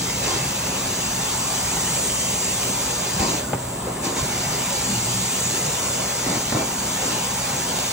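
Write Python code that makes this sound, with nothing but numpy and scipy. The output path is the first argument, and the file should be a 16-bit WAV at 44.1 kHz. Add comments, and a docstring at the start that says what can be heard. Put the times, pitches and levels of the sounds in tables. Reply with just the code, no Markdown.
"""Carpet extraction wand

A wand is drawn to and fro in a furnished room while its machine drones further off.
Air and water hiss into the slot; where a stroke turns, the head rubs and bumps along a sofa's foot.
Once it runs onto a floor vent, where the seal opens and the hiss sinks."""
import sys
import numpy as np
from scipy import signal
from scipy.fft import rfft, irfft
from scipy.io import wavfile
from scipy.ndimage import uniform_filter1d

SR = 44100
rng = np.random.default_rng(int(sys.argv[2]) if len(sys.argv) > 2 else 0)


def waveform_to_disk(signal):
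    """Save audio, clipped to [-1, 1], as 16-bit WAV at the path in sys.argv[1]."""
    frames = np.transpose(np.atleast_2d(signal))
    scaled = np.clip(frames, -1, 1) * 32767
    samples = np.round(scaled).astype(np.int16)
    wavfile.write(sys.argv[1], SR, samples)


N = 349272
HOP = 256
TIME_S = np.arange(N) / SR
FRAME_S = np.arange(N // HOP + 5) * HOP / SR
BIN_HZ = np.fft.rfftfreq(4 * HOP, 1 / SR)
RUB_RISE_S, RUB_FALL_S = 0.014, 0.068

# Rubs of the head. Each row: start in s, length in s, scrape in relative dB, hiss surge in dB,
# hollow in relative dB, its centre in Hz, its glide in octaves, head ring in relative dB.
RUBS = [(0.221, 0.096, -34, 3, -42, 420, 0, -44), (0.261, 0.16, -30, 3, -33, 368, -0.55, -33.5),
        (3.186, 0.13, -32, 3, -24, 250, 0.5, -27), (3.27, 0.13, -32.5, 1.5, -30, 320, 0.2, -40),
        (3.857, 0.094, -31, 0, -31, 444, -0.4, -40), (4.034, 0.17, -34, 1.5, -32, 310, -0.15, -35),
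        (4.165, 0.075, -28, 3, -42, 300, -0.2, -33), (6.262, 0.175, -30.5, 1.5, -29.5, 260, 0.5, -38),
        (6.542, 0.13, -24.5, 0, -28, 430, 0.43, -32.5), (6.641, 0.14, -38, 0.8, -42, 350, -0.2, -52),
        (7.01, 0.2, -31.5, 1.7, -34, 272, -0.23, -37)]


def gain_of(db):
    """Decibels to amplitude."""
    return 10 ** (np.asarray(db) / 20)


def unit_rms(x):
    """Scale to rms 1."""
    return x / np.sqrt(np.mean(x ** 2) + 1e-20)


def at_hz(rows, hz, column=1):
    """Table column interpolated over log frequency."""
    table = np.transpose(rows)
    return np.interp(np.log(hz + 1), np.log(table[0] + 1), table[column])


def per_frame(rows):
    """Time curve interpolated at every frame."""
    return np.interp(FRAME_S, *np.transpose(rows))[:, None]


def add(mix, start_s, sound):
    """Mix a sound in at start_s."""
    part = mix[..., round(start_s * SR):][..., :sound.shape[-1]]
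    part += sound[..., :part.shape[-1]]


def gate(t, length_s, rise_s, fall_s):
    """Linear rise, hold and fall."""
    return np.clip(t / rise_s, 0, 1) * np.clip((length_s - t) / fall_s, 0, 1)


def coloured(x, spectrum):
    """Filter by a spectrum, keeping the power of white noise."""
    gain = unit_rms(gain_of(at_hz(spectrum, np.fft.rfftfreq(x.shape[-1], 1 / SR))))
    return irfft(rfft(x) * gain, x.shape[-1])


def resonate(x, hz, width_hz):
    """Double-pole resonance with a steady or moving centre; output rms 1."""
    r = np.exp(-np.pi * width_hz / SR)
    carrier = np.exp(2j * np.pi * np.cumsum(hz * np.ones(x.shape[-1])) / SR)
    return unit_rms((carrier * signal.lfilter([(1 - r) ** 2], [1, -2 * r, r ** 2], x / carrier)).real)


def wander(rate_hz, t=FRAME_S):
    """Slow noise of rms about 1 at times t."""
    count = len(FRAME_S)
    rolloff = 1 + (np.fft.rfftfreq(count, HOP / SR) / rate_hz) ** 2
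    slow = irfft(rfft(rng.standard_normal(count)) / rolloff, count)
    return np.interp(t, FRAME_S, unit_rms(slow))


def patches(frames, bins):
    """Random time-frequency blotches of rms 1."""
    field = rng.standard_normal((len(FRAME_S), len(BIN_HZ)))
    return unit_rms(uniform_filter1d(uniform_filter1d(field, frames, axis=0), bins, axis=1))


def to_stereo(pair, gain):
    """Blend two unrelated signals into stereo and apply a gain; left and right oppose at 10-14 kHz."""
    # Each row: frequency in Hz, coherence 0-1, left phase lead in rad, left over right in dB.
    image = [(180, 1.0, 0.0, 0.0), (350.0, 0.84, -0.1, 1.8), (560.0, 0.2, -0.9, -2.1),
             (800.0, 0.42, 0.8, 0.6), (1150.0, 0.27, -0.2, 0.5), (1800.0, 0.63, 0.2, -0.1),
             (2900.0, 0.48, -1.9, -0.2), (3800.0, 0.28, -1.1, -0.8), (4700.0, 0.19, -3.7, 2.3),
             (5800.0, 0.81, -0.4, 0.1), (8800, 0.72, -2.1, 0), (10400, 0.99, -3.14, 0),
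             (13800, 0.99, -3.14, 0), (15300, 0.68, -3.8, 0)]
    coherence, lead_rad, balance_db = (at_hz(image, BIN_HZ, column) for column in (1, 2, 3))
    framing = dict(nperseg=4 * HOP, noverlap=3 * HOP)
    padded = np.pad(pair, ((0, 0), (0, (len(FRAME_S) - 1) * HOP - N)))
    left, other = signal.stft(padded, **framing)[2].transpose(0, 2, 1)
    right = (coherence * left + np.sqrt(1 - coherence ** 2) * other) * np.exp(-1j * lead_rad)
    lean = gain_of(balance_db / 2)
    spectra = np.array([left * lean, right / lean]) * gain
    return signal.istft(spectra.transpose(0, 2, 1), **framing)[1][:, :N]


def reach():
    """Wand travel per frame: 0 at the sofa, 1 fully out on open carpet."""
    # Each row: time in s, reach 0-1.
    strokes = [(0, 0.037), (.6, 0.046), (1.5, 0.42), (2.05, 0.62), (2.6, 0.46), (3.15, 0.12), (4.15, 0),
               (5.0, 0.43), (5.45, 0.47), (6.35, 0.14), (6.75, 0.15), (7.9, 0.25)]
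    return per_frame(strokes)


def opening(open_s=0.044, shut_s=0.045):
    """Seal opening per frame, 0-1: gives way fast, then slower, and snaps shut."""
    # Leaks, widest over the vent. Each row: start in s, end in s, opening 0-1.
    leaks = [(3.392, 4.004, 0.83), (4.064, 4.135, 0.5), (6.608, 6.755, 0.16)]
    total = np.zeros(len(FRAME_S))
    for start_s, end_s, size in leaks:
        giving = 1 - np.exp(-np.maximum(FRAME_S - start_s, 0) / open_s)
        total += size * giving * np.clip(1 + (end_s - FRAME_S) / shut_s, 0, 1)
    return total[:, None]


def steered(at_sofa, by_reach, by_opening):
    """Per-frame setting: its value at the sofa plus changes for full reach and open seal."""
    return at_sofa + by_reach * reach() + by_opening * opening()


def surge_db():
    """Extra hiss per frame while the head is pressed down and rubs."""
    return sum(db * gate(FRAME_S - start_s, length_s, RUB_RISE_S, RUB_FALL_S)
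               for start_s, length_s, _, db, *_ in RUBS)[:, None]


def jet_db():
    """Level of the slot's jet per frame."""
    return steered(-34.5, by_reach=13, by_opening=-4.5) + 1.3 * surge_db()


def jet_excess_db():
    """Jet level relative to its median."""
    return jet_db() - np.median(jet_db())


def middle_db(centre_hz=1110, width_octaves=0.97):
    """The hollow middle of the rush swells and sinks from stroke to stroke."""
    # Each row: time in s, gain at the band centre in dB.
    swells = [(0, -1.5), (.7, .5), (1.2, 0.6), (1.8, 1.5), (2.15, -1.4), (2.75, 0.5), (3.3, 0), (3.7, -1.4),
              (4.5, 1), (5.25, -0.8), (5.8, 1.5), (6.5, -0.5), (6.95, 0.5), (7.9, 2)]
    return per_frame(swells) * np.exp(-(np.log2((BIN_HZ + 1) / centre_hz) / width_octaves) ** 2)


def spray(drops_per_s, drop_share):
    """Air noise with a share of its power in droplet ticks of uneven size."""
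    air, drops = rng.standard_normal((2, N)), np.zeros((2, N))
    hit = rng.random((2, N)) < drops_per_s / SR
    sizes = rng.laplace(size=(2, N))[hit]
    drops[hit] = np.sign(sizes) * gain_of(4 * np.minimum(abs(sizes), 4))
    return np.sqrt(1 - drop_share) * air + np.sqrt(drop_share) * unit_rms(drops)


def suction(flicker_hz=3600, flicker_half_width_hz=2000):
    """A wide suction hiss, with a fine random flicker added around 2-5.5 kHz."""
    # Each row: frequency in Hz, relative spectral density in dB.
    air_spectrum = [(200, -20), (900, -3.5), (1650, -4.8), (2300, -2.9), (2900, -1), (3250, -2.8),
                    (3600, -2), (4100, -3.7), (4700, -.9), (5450, -3.4), (6200, -1.7), (8500, -2.3),
                    (9400, -3.3), (10600, -1.9), (12000, -2.7), (15500, -2.4)]
    treble = np.clip((BIN_HZ - 5000) / 5500, 0, 1)
    treble_db = steered(-1, by_reach=2.8, by_opening=10.5) - surge_db()
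    field_db = steered(-25.2, by_reach=1.3, by_opening=-17) + surge_db() + middle_db()
    field_db += treble * treble_db + 0.3 * wander(29)[:, None]
    field_db += 0.8 * patches(frames=8, bins=10) + 1.3 * patches(frames=70, bins=3)
    flicker_band = np.exp(-((BIN_HZ - flicker_hz) / flicker_half_width_hz) ** 4)
    field_db += 2.7 * patches(frames=7, bins=3) * flicker_band
    colour = unit_rms(gain_of(at_hz(air_spectrum, BIN_HZ)))
    return to_stereo(spray(drops_per_s=2500, drop_share=0.14), colour * gain_of(field_db))


def slot_jet(usual_width_hz=3000):
    """The jet in the narrow slot sings broadly; a stronger jet spreads over a wider band."""
    centre_hz = steered(7015, by_reach=495, by_opening=920)
    width_hz = usual_width_hz * gain_of(0.28 * jet_excess_db())
    detune = (BIN_HZ - centre_hz) / (width_hz / 2)
    colour = 1 / (1 + detune ** 2 / 2 + detune ** 4)
    colour /= np.sqrt(np.mean(colour ** 2, axis=1, keepdims=True))
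    level_db = jet_db() - 0.17 * wander(18)[:, None]
    field_db = level_db + 1.33 * patches(frames=9, bins=12) + 0.9 * patches(frames=60, bins=5)
    return to_stereo(spray(drops_per_s=2600, drop_share=0.067), colour * gain_of(field_db))


def machine_roar(base_db=-30.5, reach_db=-1.0, rumble_hz=100, fade_db_per_s=1.0, room_t60_s=0.3):
    """Low rush of machine and hose in a ringing room, fullest by the sofa; its rumble slowly fades."""
    # Each row: frequency in Hz, relative spectral density in dB.
    roar_spectrum = [(20, -34), (36, -6), (50, -6.5), (80, .5), (105, -2.5), (150, -1.8), (240, -3.5),
                     (370, -2), (480, -3.5), (800, -3.5), (1100, -6.5), (1600, -14.5), (3000, -17.5),
                     (8000, -25)]
    t = TIME_S[:SR // 2]
    room = rng.standard_normal((2, len(t))) * np.exp(-np.log(1000) * t / room_t60_s)
    room *= 0.6 / np.linalg.norm(room[0])
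    room[:, 0] += 1  # direct path
    rush = coloured(irfft(rfft(rng.standard_normal((2, N))) * rfft(room, N), N), roar_spectrum)
    rumble_db = (2.5 - fade_db_per_s * FRAME_S[:, None]) / (1 + (BIN_HZ / rumble_hz) ** 4)
    field_db = base_db + rumble_db + reach_db * reach() + middle_db()
    # A tight seal makes a strong jet and lets less out around 520 Hz.
    field_db -= 0.3 * np.maximum(jet_excess_db(), 0) * np.exp(-(2 * (BIN_HZ / 520 - 1)) ** 2)
    field_db += 1.95 * patches(frames=16, bins=4)
    return to_stereo(unit_rms(rush), gain_of(field_db))


def machine_hum(drift=0.01179, waver=0.47, shake_rad=0.55):
    """Machine tones share one drifting speed; each wavers among the room's standing waves."""
    # Each row: frequency in Hz, level in dB, left phase lead in rad.
    tones = [(60.4, -47.5, 0), (124.3, -39.5, 0.028), (195.6, -43.5, 0.1), (258.2, -46, 0),
             (367, -52.5, 0.07)]
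    clock_s = np.cumsum(1 + drift * wander(2.73, TIME_S)) / SR
    out = np.zeros((2, N))
    for hz, db, lead_rad in tones:
        level = gain_of(db) * unit_rms(1 + waver * wander(21, TIME_S))
        phase = 2 * np.pi * (hz * clock_s + rng.random()) + shake_rad * wander(13.6, TIME_S)
        out += np.sqrt(2) * level * np.sin(phase + np.array([[lead_rad], [-lead_rad]]) / 2)
    return out


def head_hoots():
    """The head hoots faintly: high when pulled out, low when pushed back or unsealed."""
    speed, leak = np.gradient(reach()[:, 0]), opening()[:, 0]
    pulling, pushing = uniform_filter1d(np.array([speed > 0, speed < 0], float), size=50, axis=1)
    out = np.zeros((2, N))
    for amount, hz, width_hz, db in ((pulling, 850, 340, -42),
                                     (pushing * (1 - leak), 560, 320, -40),
                                     (leak, 650, 110, -43)):
        hoot = resonate(rng.standard_normal((2, N)), hz, width_hz)
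        out += gain_of(db) * np.interp(TIME_S, FRAME_S, amount) * hoot
    return out


def lip_rubs(judder_hz=60.3, judder_depth=0.34, jitter=0.345, hollow_width_hz=290):
    """The lip sticks and slips: a broad scrape, the gliding hollow of the gap, the ringing head."""
    # Each row: frequency in Hz, relative spectral density in dB.
    scrape_spectrum = [(60, -20), (150, -5), (280, 2.5), (480, 1), (720, 3), (1100, -3.5), (1400, -5.5),
                       (1750, -10), (4000, -39), (9000, -42)]
    # Each row: frequency in Hz, width in Hz, relative level in dB.
    head_modes = [(794, 83, -1.5), (937, 81, -5), (1062, 27, 0), (1390, 79, -23)]
    out = np.zeros((2, N))
    pace = 1 + jitter * wander(16, TIME_S)
    for start_s, length_s, scrape_db, _, hollow_db, hollow_hz, glide_octaves, ring_db in RUBS:
        t = TIME_S[:round(length_s * SR)]
        clock_s = np.cumsum(np.interp(start_s + t, TIME_S, pace)) / SR
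        slips = 1 + judder_depth * np.cos(2 * np.pi * judder_hz * clock_s)
        friction, puffs, knocks = slips * rng.standard_normal((3, 2, len(t)))
        scrape = unit_rms(coloured(friction, scrape_spectrum))
        hollow = resonate(puffs, hollow_hz * 2 ** (glide_octaves * (t / length_s - 0.5)), hollow_width_hz)
        ring = sum(gain_of(db) * resonate(knocks, hz, width_hz) for hz, width_hz, db in head_modes)
        rub = gain_of(scrape_db) * scrape + gain_of(hollow_db) * hollow
        rub += gain_of(ring_db) * unit_rms(ring)
        add(out, start_s, gate(t, length_s, RUB_RISE_S, RUB_FALL_S) * rub)
    return out


def hose_drone(waver=0.23, shake_rad=0.86):
    """Shifting flow holds a low hose resonance sounding: a soft, unsteady drone."""
    # Each row: start in s, length in s, level in dB, frequency in Hz.
    drones = [(.375, 0.14, -29.5, 139), (1.9, 0.12, -36, 155), (2.35, 0.28, -39, 182),
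              (4.43, 0.18, -32.5, 150.5), (4.81, 0.14, -35, 259.3), (4.85, 0.18, -30, 198.2),
              (4.917, .34, -33, 118.6), (5.1, 0.16, -30, 191), (5.58, 0.2, -33, 143),
              (7.49, 0.11, -28, 138)]
    out = np.zeros(N)
    for start_s, length_s, db, hz in drones:
        t = TIME_S[:round(length_s * SR)]
        level = gain_of(db) * unit_rms(1 + waver * wander(25, t))
        phase = 2 * np.pi * (hz * t + rng.random()) + shake_rad * wander(27, t)
        envelope = gate(t, length_s, rise_s=0.044, fall_s=0.084)
        add(out, start_s, level * envelope * np.sqrt(2) * np.sin(phase))
    return out


def head_bumps(thud_rise_s=0.003, thud_t60_s=0.085, clack_rise_s=0.0007, clack_t60_s=0.08):
    """The head hits floor and vent: a floor thud and a dull clack, both cushioned by the pile."""
    # Each row: start in s, thud in relative dB, thud pitch in Hz, clack in relative dB.
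    bumps = [(3.142, -18, 138, -32), (3.164, -17, 172, -30), (3.195, -14.5, 72, -27),
             (3.338, -18, 300, -28), (3.531, -16, 165, -15), (3.546, -17.5, 135, -26),
             (3.874, -26, 340, -28), (4.166, -29, 200, -28), (4.209, -19, 66, -40), (4.226, -15, 135, -42),
             (6.262, -15.5, 267, -22), (6.295, -19.5, 185, -27), (6.522, -17.5, 230, -16),
             (6.546, -15, 135, -20)]
    # Each row: frequency in Hz, relative spectral density in dB.
    clack_spectrum = [(40, -4), (130, 9), (850, 8), (1500, -3), (2700, -6), (5000, -27), (12000, -38)]
    t = TIME_S[:SR // 2]
    thud_envelope = (1 - np.exp(-t / thud_rise_s)) * np.exp(-np.log(1000) * t / thud_t60_s)
    clack_envelope = (1 - np.exp(-t / clack_rise_s)) * np.exp(-np.log(1000) * t / clack_t60_s)
    thuds, clacks = np.zeros(N), np.zeros((2, N))
    for start_s, thud_db, hz, clack_db in bumps:
        add(thuds, start_s, gain_of(thud_db) * thud_envelope * np.sin(2 * np.pi * hz * t))
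        add(clacks, start_s, gain_of(clack_db) * clack_envelope * rng.standard_normal((2, len(t))))
    return thuds, coloured(clacks, clack_spectrum)


def edge_slurps(roughness=0.35):
    """Wet air whistles past the edge of the tipping head, sinking in pitch as the gap widens."""
    # Each row: start in s, length in s, relative level in dB, first and last pitch in Hz, width in Hz.
    slurps = [(3.18, .15, -35, 4900, 4400, 1100), (3.24, .12, -37, 6400, 6000, 600),
              (3.42, .21, -42, 1510, 1350, 110), (6.25, .16, -38.5, 5100, 4800, 900),
              (6.98, .18, -40, 5700, 4600, 1100)]
    out = np.zeros((2, N))
    for start_s, length_s, db, from_hz, to_hz, width_hz in slurps:
        t = TIME_S[:round(length_s * SR)]
        hz = from_hz + (to_hz - from_hz) * t / length_s
        whistle = resonate(rng.standard_normal((2, len(t))), hz, width_hz)
        whistle *= 1 + roughness * wander(60, t)
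        add(out, start_s, gain_of(db) * gate(t, length_s, rise_s=0.02, fall_s=0.05) * unit_rms(whistle))
    return out


def scene():
    """Wand, hose and machine in stereo; thuds and hose drone are alike in both channels."""
    thuds, clacks = head_bumps()
    contact = to_stereo(lip_rubs() + edge_slurps() + clacks, gain=0.86)
    hoots = to_stereo(head_hoots(), gain_of(middle_db()))
    hiss = suction() + slot_jet()
    machine = machine_roar() + machine_hum()
    return hiss + machine + hoots + contact + hose_drone() + thuds


def record(dry, low_cut_hz=45, band_limit_hz=15800):
    """Microphone low cut, then the recorder's band limit."""
    low_cut = signal.butter(3, low_cut_hz, "highpass", fs=SR, output="sos")
    taps = signal.firwin(511, band_limit_hz, window=("kaiser", 9), fs=SR)
    return signal.oaconvolve(signal.sosfilt(low_cut, dry), taps[None], "same", axes=1)


dry = scene()
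out = record(dry)
waveform_to_disk(out)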